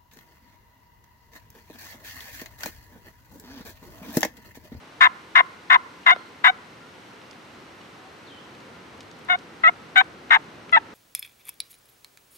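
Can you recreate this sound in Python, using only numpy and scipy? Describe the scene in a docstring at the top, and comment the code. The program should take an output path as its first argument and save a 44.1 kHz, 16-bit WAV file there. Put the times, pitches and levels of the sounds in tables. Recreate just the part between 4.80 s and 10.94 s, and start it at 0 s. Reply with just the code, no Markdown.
"""Turkey yelps in a leafy wood

A wild turkey close on the left yelps five times, pauses, and yelps five times more, echoing off the trunks.
Its low and high voice membranes take turns or fight, which makes a note clear or raspy.
A small bird's gliding whistles and far yelps are plain tones; litter snaps are short noise bursts.
Leaves and far air hiss as banded stereo noise, and the input flattens the loudest peaks.
"""
import sys
import numpy as np
from scipy import signal
from scipy.fft import rfft, irfft, next_fast_len
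from scipy.io import wavfile
from scipy.ndimage import uniform_filter1d

SR = 44100
rng = np.random.default_rng(int(sys.argv[2]) if len(sys.argv) > 2 else 0)


def ratio(d):
    """dB to gain"""
    e = np.asarray(d, float) / 20
    return 10 ** e


def wav_record(signal):
    """Record a signal, one row per channel, as 16-bit PCM in the file named by sys.argv[1]."""
    frames = np.transpose(np.atleast_2d(signal))
    bounded = np.clip(frames, -1, 1)
    # unit amplitude maps onto the largest positive 16-bit level
    quanta = np.round(bounded * 32767).astype(np.int16)
    wavfile.write(sys.argv[1], SR, quanta)


N = 270774


def rms_one(x):
    """Scale a sound to rms 1."""
    return x / np.sqrt(np.mean(x ** 2) + 1e-20)


def at_hz(points, hz, axis=1):
    """Read one column of a frequency table, joined on a log axis."""
    points = np.array(points)
    return np.interp(np.log(hz + 1), np.log(points[:, 0]), points[:, axis])


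def band_pass(x, low_hz, high_hz, order=2):
    """Keep the band between two corner frequencies."""
    return signal.sosfilt(signal.butter(order, [low_hz, high_hz], "band", fs=SR, output="sos"), x)


def wobble(size, hz):
    """Low-passed noise of rms 1, a random drift no faster than about hz."""
    settle = 9000   # samples dropped while the filter starts up
    low_pass = signal.butter(2, hz, fs=SR, output="sos")
    return rms_one(signal.sosfilt(low_pass, rng.standard_normal(size + settle))[settle:])


def causal(gain_db):
    """Minimum-phase response for a dB curve on an FFT grid, by folding its cepstrum."""
    cepstrum = irfft(gain_db * np.log(10) / 20)
    half = len(cepstrum) // 2
    cepstrum[1:half] *= 2
    cepstrum[half + 1:] = 0
    return np.exp(rfft(cepstrum))


def turkey():
    """All yelps at both microphones: the right hears them late and shadowed, and the trunks send back an echo."""
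    # one control curve a yelp: (t/s, low membrane f/Hz, breath level/dB, beak: overtones over fundamental/dB)
    yelps = [
        [(0.206, 708.2, -5.5, 20), (0.245, 703.4, -8, 20.5), (0.255, 750, -11, 18), (0.276, 702, -15, -2)],
        [(0.552, 695, -4.5, 17.5), (0.585, 695, -9, 17), (0.6, 706, -10.5, 15), (0.613, 697, -12.5, -2)],
        [(0.899, 718.4, -7, 19), (0.945, 720, -9.5, 15.5), (0.956, 724, -14, 7), (0.966, 724, -9, -8)],
        [(1.261, 705, -7.5, 16), (1.285, 683.5, -8, 15), (1.318, 705, -10, 13), (1.326, 730, -15, 7.5),
         (1.338, 727, -18.5, 5.5)],
        [(1.64, 689, -6, 14), (1.67, 689.4, -8.5, 15), (1.68, 748, -8.5, 14), (1.693, 738, -15, 7),
         (1.705, 760, -13.5, -3.5)],
        [(4.484, 690, -23.5, 5), (4.496, 716, -26.5, 4.5), (4.5, 727, -13, 11.5), (4.525, 731, -15, 12),
         (4.535, 702.6, -16, 8), (4.559, 742, -22.5, -2)],
        [(4.835, 680, -6.5, 12), (4.845, 653.6, -11, 20), (4.872, 640, -9, 13), (4.879, 707, -8, 22),
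         (4.888, 709, -10.5, 12), (4.898, 710, -18.5, 0)],
        [(5.156, 702, -9.5, 20), (5.167, 799.5, -10, 12.5), (5.173, 725, -9, 15.5), (5.18, 761, -5.5, 15.5),
         (5.2, 749, -10.5, 11.5), (5.208, 787, -10.5, 8), (5.22, 752, -18, -3.5)],
        [(5.504, 689, -8.5, 16.5), (5.525, 748.6, -7.5, 21), (5.55, 765, -9.5, 17.5), (5.574, 722, -20.5, -4.5)],
        [(5.923, 677, -17, 3.5), (5.933, 670.7, -9.5, 24), (5.96, 651.6, -9.5, 17), (5.966, 807, -17, 0),
         (5.976, 793, -10.5, 2.5), (5.988, 843, -28.5, -5.5)],
    ]
    # turns of the high membrane, a row a yelp: (first takeover t/s, time between takeovers/s, rests from t/s,
    # starting pitch f/Hz, rasp 0-1); where the rest comes before the first takeover it never leads
    takeovers = [(0.211, 0.0135, 0.28, 1045, 0.61), (0.559, 0.015, 0.62, 1055, 0.64),
                 (0.908, 0.0165, 0.97, 1055, 0.75), (1.27, 0.016, 1.317, 1045, 0.56),
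                 (1.648, 0.02, 1.677, 995, 0.7), (4.547, 0.03, 4.1, 1100, 1),
                 (4.894, 0.03, 4.897, 1100, 0.35), (5.212, 0.03, 5.216, 1010, 0.6),
                 (5.514, 0.015, 5.58, 925, 0.47), (5.967, 0.03, 5.981, 915, 0.1)]
    # lift of the partials above the beak resonance, one a yelp: (level/dB)
    top_lifts = [-2.5, -4, -5, -1, -1.5, -3.5, -9, -1, -2, -1.5]
    # right microphone against the left, head shadow and a near reflection: (f/Hz, level/dB, lag/radians)
    shadow = [(500, 1, .7), (720, .4, 1.3), (1050, -4, 2.1), (1290, 0, 2.3), (1400, 0, 3.3),
              (1550, -6, 4.7), (1680, -9, 6.6), (2070, -8, 7.7), (2600, -12, 8.5), (2900, -9, 8.3),
              (3700, -7, 9.4), (4500, -4, 10.7), (8000, -6, 14.0)]
    # the bird turns from the trunks between the runs: (t/s, echo level/dB on top of echo_db)
    turn_away = [(2.5, 1), (4.0, -5.5)]
    echo_db = -40.5
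    left = np.zeros(N + 8192)
    for curve, takeover, top_db in zip(yelps, takeovers, top_lifts):
        at, note = yelp(curve, *takeover, top_db)
        left[at:at + len(note)] += note

    size = next_fast_len(N + SR)
    hz = np.arange(size // 2 + 1) * SR / size
    to_right = ratio(at_hz(shadow, hz)) * np.exp(-1j * at_hz(shadow, hz, axis=2))
    right = irfft(rfft(left, size) * to_right, size)

    turned_db = np.interp(np.arange(N) / SR, *np.transpose(turn_away))
    side_db = np.array([[0], [1.0]])   # the echo is a little stronger on the right
    echo = trunks(left[:N]) * ratio(echo_db + side_db + turned_db)
    return np.stack([left[:N], right[:N]]) + echo


def yelp(curve, first, turn, rest, high_hz, rasp, top_db, size=8192):
    """Two membranes puff into the throat; while both move they pull each other's timing and grow unsteady."""
    # neck and open beak, relative response: (f/Hz, level/dB)
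    throat = [(520, -49), (720, -11), (1050, 1), (1450, -1), (1750, -3.5), (2100, 3.5), (2450, -12),
              (2800, -8), (3250, -14), (3700, -2), (4000, -20), (4400, -40.5), (6500, -33), (10000, -39.5),
              (15000, -41)]
    at, *controls = np.transpose(curve)
    s = at[0] - 0.02 + np.arange(size) / SR
    age = np.clip(s - at[0], 0, at[-1] - at[0])
    low_hz, level_db, bright_db = [np.interp(s, at, c) for c in controls]

    # the high membrane leads for part of each turn, longer as the yelp goes on
    hold_share, hold_grows_per_s = 0.536, 3.5
    held = (s - first) / turn % 1 < hold_share + hold_grows_per_s * age
    leads = (s > first) & (s < rest) & held
    leads = uniform_filter1d(leads * 1.0, int(0.0028 * SR))

    # its share of the voice while it leads, idles, and stirs as the yelp starts
    lead_share, idle_share, onset_share, onset_s = 0.89, 0.017, 0.2, 0.007
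    stir = onset_share * np.exp(-age / onset_s)
    share = np.clip(idle_share + stir + (lead_share - idle_share) * leads, 0, 1)

    # its turns are duller and outgrow the tiring low one; the voice sinks while they change over
    high_duller_db, high_gains_db, high_gains_db_per_s, handover_dip_db = 5, -1.5, 87.5, 2.5
    level_db = level_db + leads * (high_gains_db + high_gains_db_per_s * age)
    level_db = level_db - handover_dip_db * 4 * leads * (1 - leads)
    bright_db = bright_db - leads * high_duller_db

    fight = 4 * share * (1 - share)   # 1 when both membranes sound equally
    unrest = rasp * (fight + uniform_filter1d(fight, int(0.011 * SR)))   # spreads a little around each fight
    high_sag_hz_per_s = 404
    low_phase = cycle(low_hz, 0.004 + 0.025 * unrest)
    high_phase = cycle(high_hz - high_sag_hz_per_s * age, 0.0093 + 0.038 * unrest)
    pull = 0.8 * unrest   # radians; makes sum and difference tones between the partials
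    low = puffs(low_phase + pull * np.sin(high_phase), sharp=0.85)
    high = puffs(high_phase + 1.19 * pull * np.sin(low_phase), sharp=0.47)

    hoarse = 0.16   # extra breath noise in a clear stretch, times the rasp
    breathiness = 0.023 + hoarse * rasp + 0.14 * unrest
    breath = breathiness * wobble(size, 3000.0) * (low + share * high)
    air = (1 - share) * low + 0.5 * share * high + breath

    hz = np.arange(size // 2 + 1) * SR / size
    top_lift_db = top_db / (1 + (2500 / (hz + 1)) ** 8)
    voiced = rfft(air) * causal(at_hz(throat, hz) + top_lift_db)
    upper = 1 / (1 + (1180 / (hz + 1)) ** 12)   # the overtones, which a wider beak lets out
    fundamental = evened(irfft(voiced * (1 - upper)))
    overtones = evened(irfft(voiced * upper))
    voice = (fundamental + ratio(bright_db) * overtones) / np.sqrt(1 + ratio(2 * bright_db))

    opening = 1 / (1 + np.exp(-(s - at[0] - 0.003) / 0.0011))
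    closing = np.exp(-np.clip(s - at[-1] + 0.0028, 0, 1) / 0.003)
    return round(s[0] * SR), voice * ratio(level_db) * opening * closing


def cycle(hz, unsteady):
    """Phase of a membrane whose pitch shakes when it is unsteady, from a random start."""
    shaken_hz = hz * (1 + unsteady * wobble(len(hz), 410.0))
    return 2 * np.pi * (np.cumsum(shaken_hz) / SR + rng.random())


def puffs(phase, sharp):
    """One puff of air a cycle, each partial `sharp` times the one below."""
    return (1 - sharp) ** 2 / (1 - 2 * sharp * np.cos(phase) + sharp ** 2)


def evened(x):
    """Rms 1 over every few milliseconds: the breath, not the puff pattern, sets the loudness."""
    power = uniform_filter1d(uniform_filter1d(x ** 2, 110), 110)
    return x / np.sqrt(np.abs(power) + 1e-12)


def trunks(sound):
    """Scattered echo off the trunks: a dying noise, another one for each side."""
    t60_s, rise_s = 0.65, 0.0099
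    s = np.arange(SR) / SR
    scatter = rng.standard_normal((2, SR)) * ratio(-60 * s / t60_s) * np.clip(s / rise_s, 0, 1)
    scatter = band_pass(scatter, 800, 1500, order=1)   # leaves soak up the treble
    scatter /= np.linalg.norm(scatter[0])
    return signal.fftconvolve(sound[None], scatter, axes=1)[:, :N]


def far_yelps():
    """Short soft tones with rounded ends, since only one partial of each far yelp carries."""
    # far yelps: (t/s, length/s, f/Hz, peak level before panning/dB)
    far = [(2, 0.071, 1390, -53.5), (3.18, .05, 760, -56), (3.24, 0.059, 766, -53),
           (3.92, 0.055, 1410, -55)]
    now, out = np.arange(N) / SR, 0
    for at, length, hz, level_db in far:
        shape = np.sin(np.pi * np.clip((now - at) / length, 0, 1)) ** 0.33
        out = out + ratio(level_db) * shape * np.sin(2 * np.pi * hz * now)
    return out * ratio([[3.0], [-1.5]])   # left, right


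def songbird():
    """Thin gliding whistles off to the left, broken up by the leaves and smeared by their echo."""
    # one curve a phrase: (t/s, f/Hz, rms level before flicker and panning/dB)
    whistles = [
        [(1.21, 3110, -70), (1.235, 2700, -63), (1.26, 3300, -63), (1.34, 3300, -62), (1.38, 4300, -62),
         (1.48, 4050, -70)],
        [(3.468, 4500, -58), (3.482, 3650, -55), (3.505, 3200, -58), (3.575, 2950, -60), (3.61, 3400, -59),
         (3.63, 3500, -70)],
    ]
    now, song = np.arange(N) / SR, 0
    for phrase in whistles:
        s, hz, level_db = np.transpose(phrase)
        glide_hz = np.interp(now, s, hz)
        tone = np.sqrt(2) * np.sin(2 * np.pi * np.cumsum(glide_hz) / SR)
        song = song + tone * ratio(np.interp(now, s, level_db, -140, -140))
    flicker_db = 4 * wobble(N, 60.0) - 1.5
    direct = song * ratio(flicker_db) * ratio([[2.5], [-2.5]])   # left, right
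    return direct + ratio(1.5) * trunks(song)


def litter(size=2048):
    """Each snap is a clump of tiny cracks that dies in a few milliseconds, coloured around its centre pitch."""
    # snaps in the leaf litter: (t/s, peak level before panning/dB, centre f/Hz, decay time/s, left over right/dB)
    ticks = [(1.362, -26, 1300, 0.00079, -11), (1.363, -31, 480, 0.0013, 10), (2.415, -41, 2500, .003, 0),
             (2.511, -36, 4000, 0.0022, -7), (2.53, -37.5, 2400, 0.002, 0), (3.013, -38, 2470, .004, 0),
             (3.75, -41, 2500, .003, 0), (3.8, -44, 4000, 0.014, 0), (4.176, -52, 6500, 0.0045, 4),
             (4.205, -31.5, 3520, 0.0068, 0), (4.23, -47, 6500, .006, 0), (4.314, -35.5, 3900, 0.0014, 0),
             (4.389, -49, 7500, .006, -2), (4.449, -43, 7460, 0.0011, -6), (4.587, -38.5, 4000, 0.0049, 0),
             (5.243, -43, 5500, 0.003, 3), (5.496, -38, 1890, 0.0019, 21), (5.894, -31, 1900, 0.0028, 11),
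             (5.918, -42, 7460, .002, -9)]
    out, s = np.zeros((2, N)), np.arange(size) / SR
    for at, peak_db, hz, length, pan_db in ticks:
        cracks = rng.standard_normal(size) ** 3 * np.exp(-s / length)   # cubing makes the noise spiky
        snap = band_pass(cracks, hz / 1.5, hz * 1.5)
        sides_db = peak_db + pan_db / 2 * np.array([[1], [-1]])
        i = round(at * SR)
        out[:, i:i + size] += snap / np.abs(snap).max() * ratio(sides_db)
    return out


def wood(patchy_db):
    """Half-octave bands of stereo noise: far air that swells slowly, and leaf hiss above that flickers a little."""
    # leaves and far air, relative spectrum: (f/Hz, level per Hz/dB)
    spectrum = [(15, -70), (25, -53.5), (84, -9), (242, -4), (326, -4), (363, -3), (754, -11), (988, -5.5),
                (1100, -8.5), (1480, -8), (2350, -13), (3340, -16), (5430, -23.5), (16000, -45)]
    # slow swell of the whole bed: (t/s, rms level/dB)
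    swell = [(0, -48.5), (1, -48), (3, -46.5), (4.4, -44.5), (6.14, -44)]
    # how alike left and right are: (f/Hz, correlation)
    likeness = [(60, 0.75), (150, 0.94), (380, 0.83), (950, 0.24), (2380, 0.36), (5980, 0.53),
                (15000, 0.88)]
    leaf_db, leaf_follows = -3, -0.3   # hiss offset; share of the swell it follows, here slightly against it
    s, level_db = np.transpose(swell)
    now = np.arange(N) / SR
    gust = wobble(N, 2.5)
    breeze_db = leaf_db - (1 - leaf_follows) * np.interp(now, s, level_db - level_db.mean())
    white = rng.standard_normal((2, 2, N))   # neighbouring bands use different noise
    edges = 24 * 2 ** np.arange(0, 9.6, 0.5)
    out = 0
    for k, (low, high) in enumerate(zip(edges, edges[1:])):
        mid, side = band_pass(white[k % 2], low, high)
        hz = np.sqrt(low * high)
        alike = at_hz(likeness, hz)
        leafy = hz / (hz + 1200)   # leaves matter more towards the treble
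        gain = ratio(at_hz(spectrum, hz) + leafy * (breeze_db + patchy_db * gust))
        out = out + gain * (np.sqrt(1 + alike) * mid + np.sqrt(1 - alike) * side * [[1], [-1]])
    return rms_one(out) * ratio(np.interp(now, s, level_db))


def scene():
    """The turkey in front of far yelps, songbird, litter and wood."""
    return turkey() + far_yelps() + songbird() + litter() + wood(patchy_db=0.27)


def top_cut(x):
    """Nothing passes above the cut-off."""
    return signal.sosfilt(signal.butter(12, 16480, fs=SR, output="sos"), x)


def record(dry):
    """The input bends unevenly, so loud notes leave a low thud, and it flattens near full scale; the top is cut."""
    thud = band_pass(dry ** 2, 25, 110)
    bent = dry + 0.0046 * dry ** 2 + 0.0095 * thud
    ceiling, knee = 1.06, 5.1   # full scale is 1; a higher knee bends more abruptly
    flat = bent / (1 + np.abs(bent / ceiling) ** knee) ** (1 / knee)
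    cut = signal.sosfilt(signal.cheby2(12, 60, 16300, fs=SR, output="sos"), flat)
    return top_cut(cut)


dry = scene()
out = record(dry)
wav_record(out)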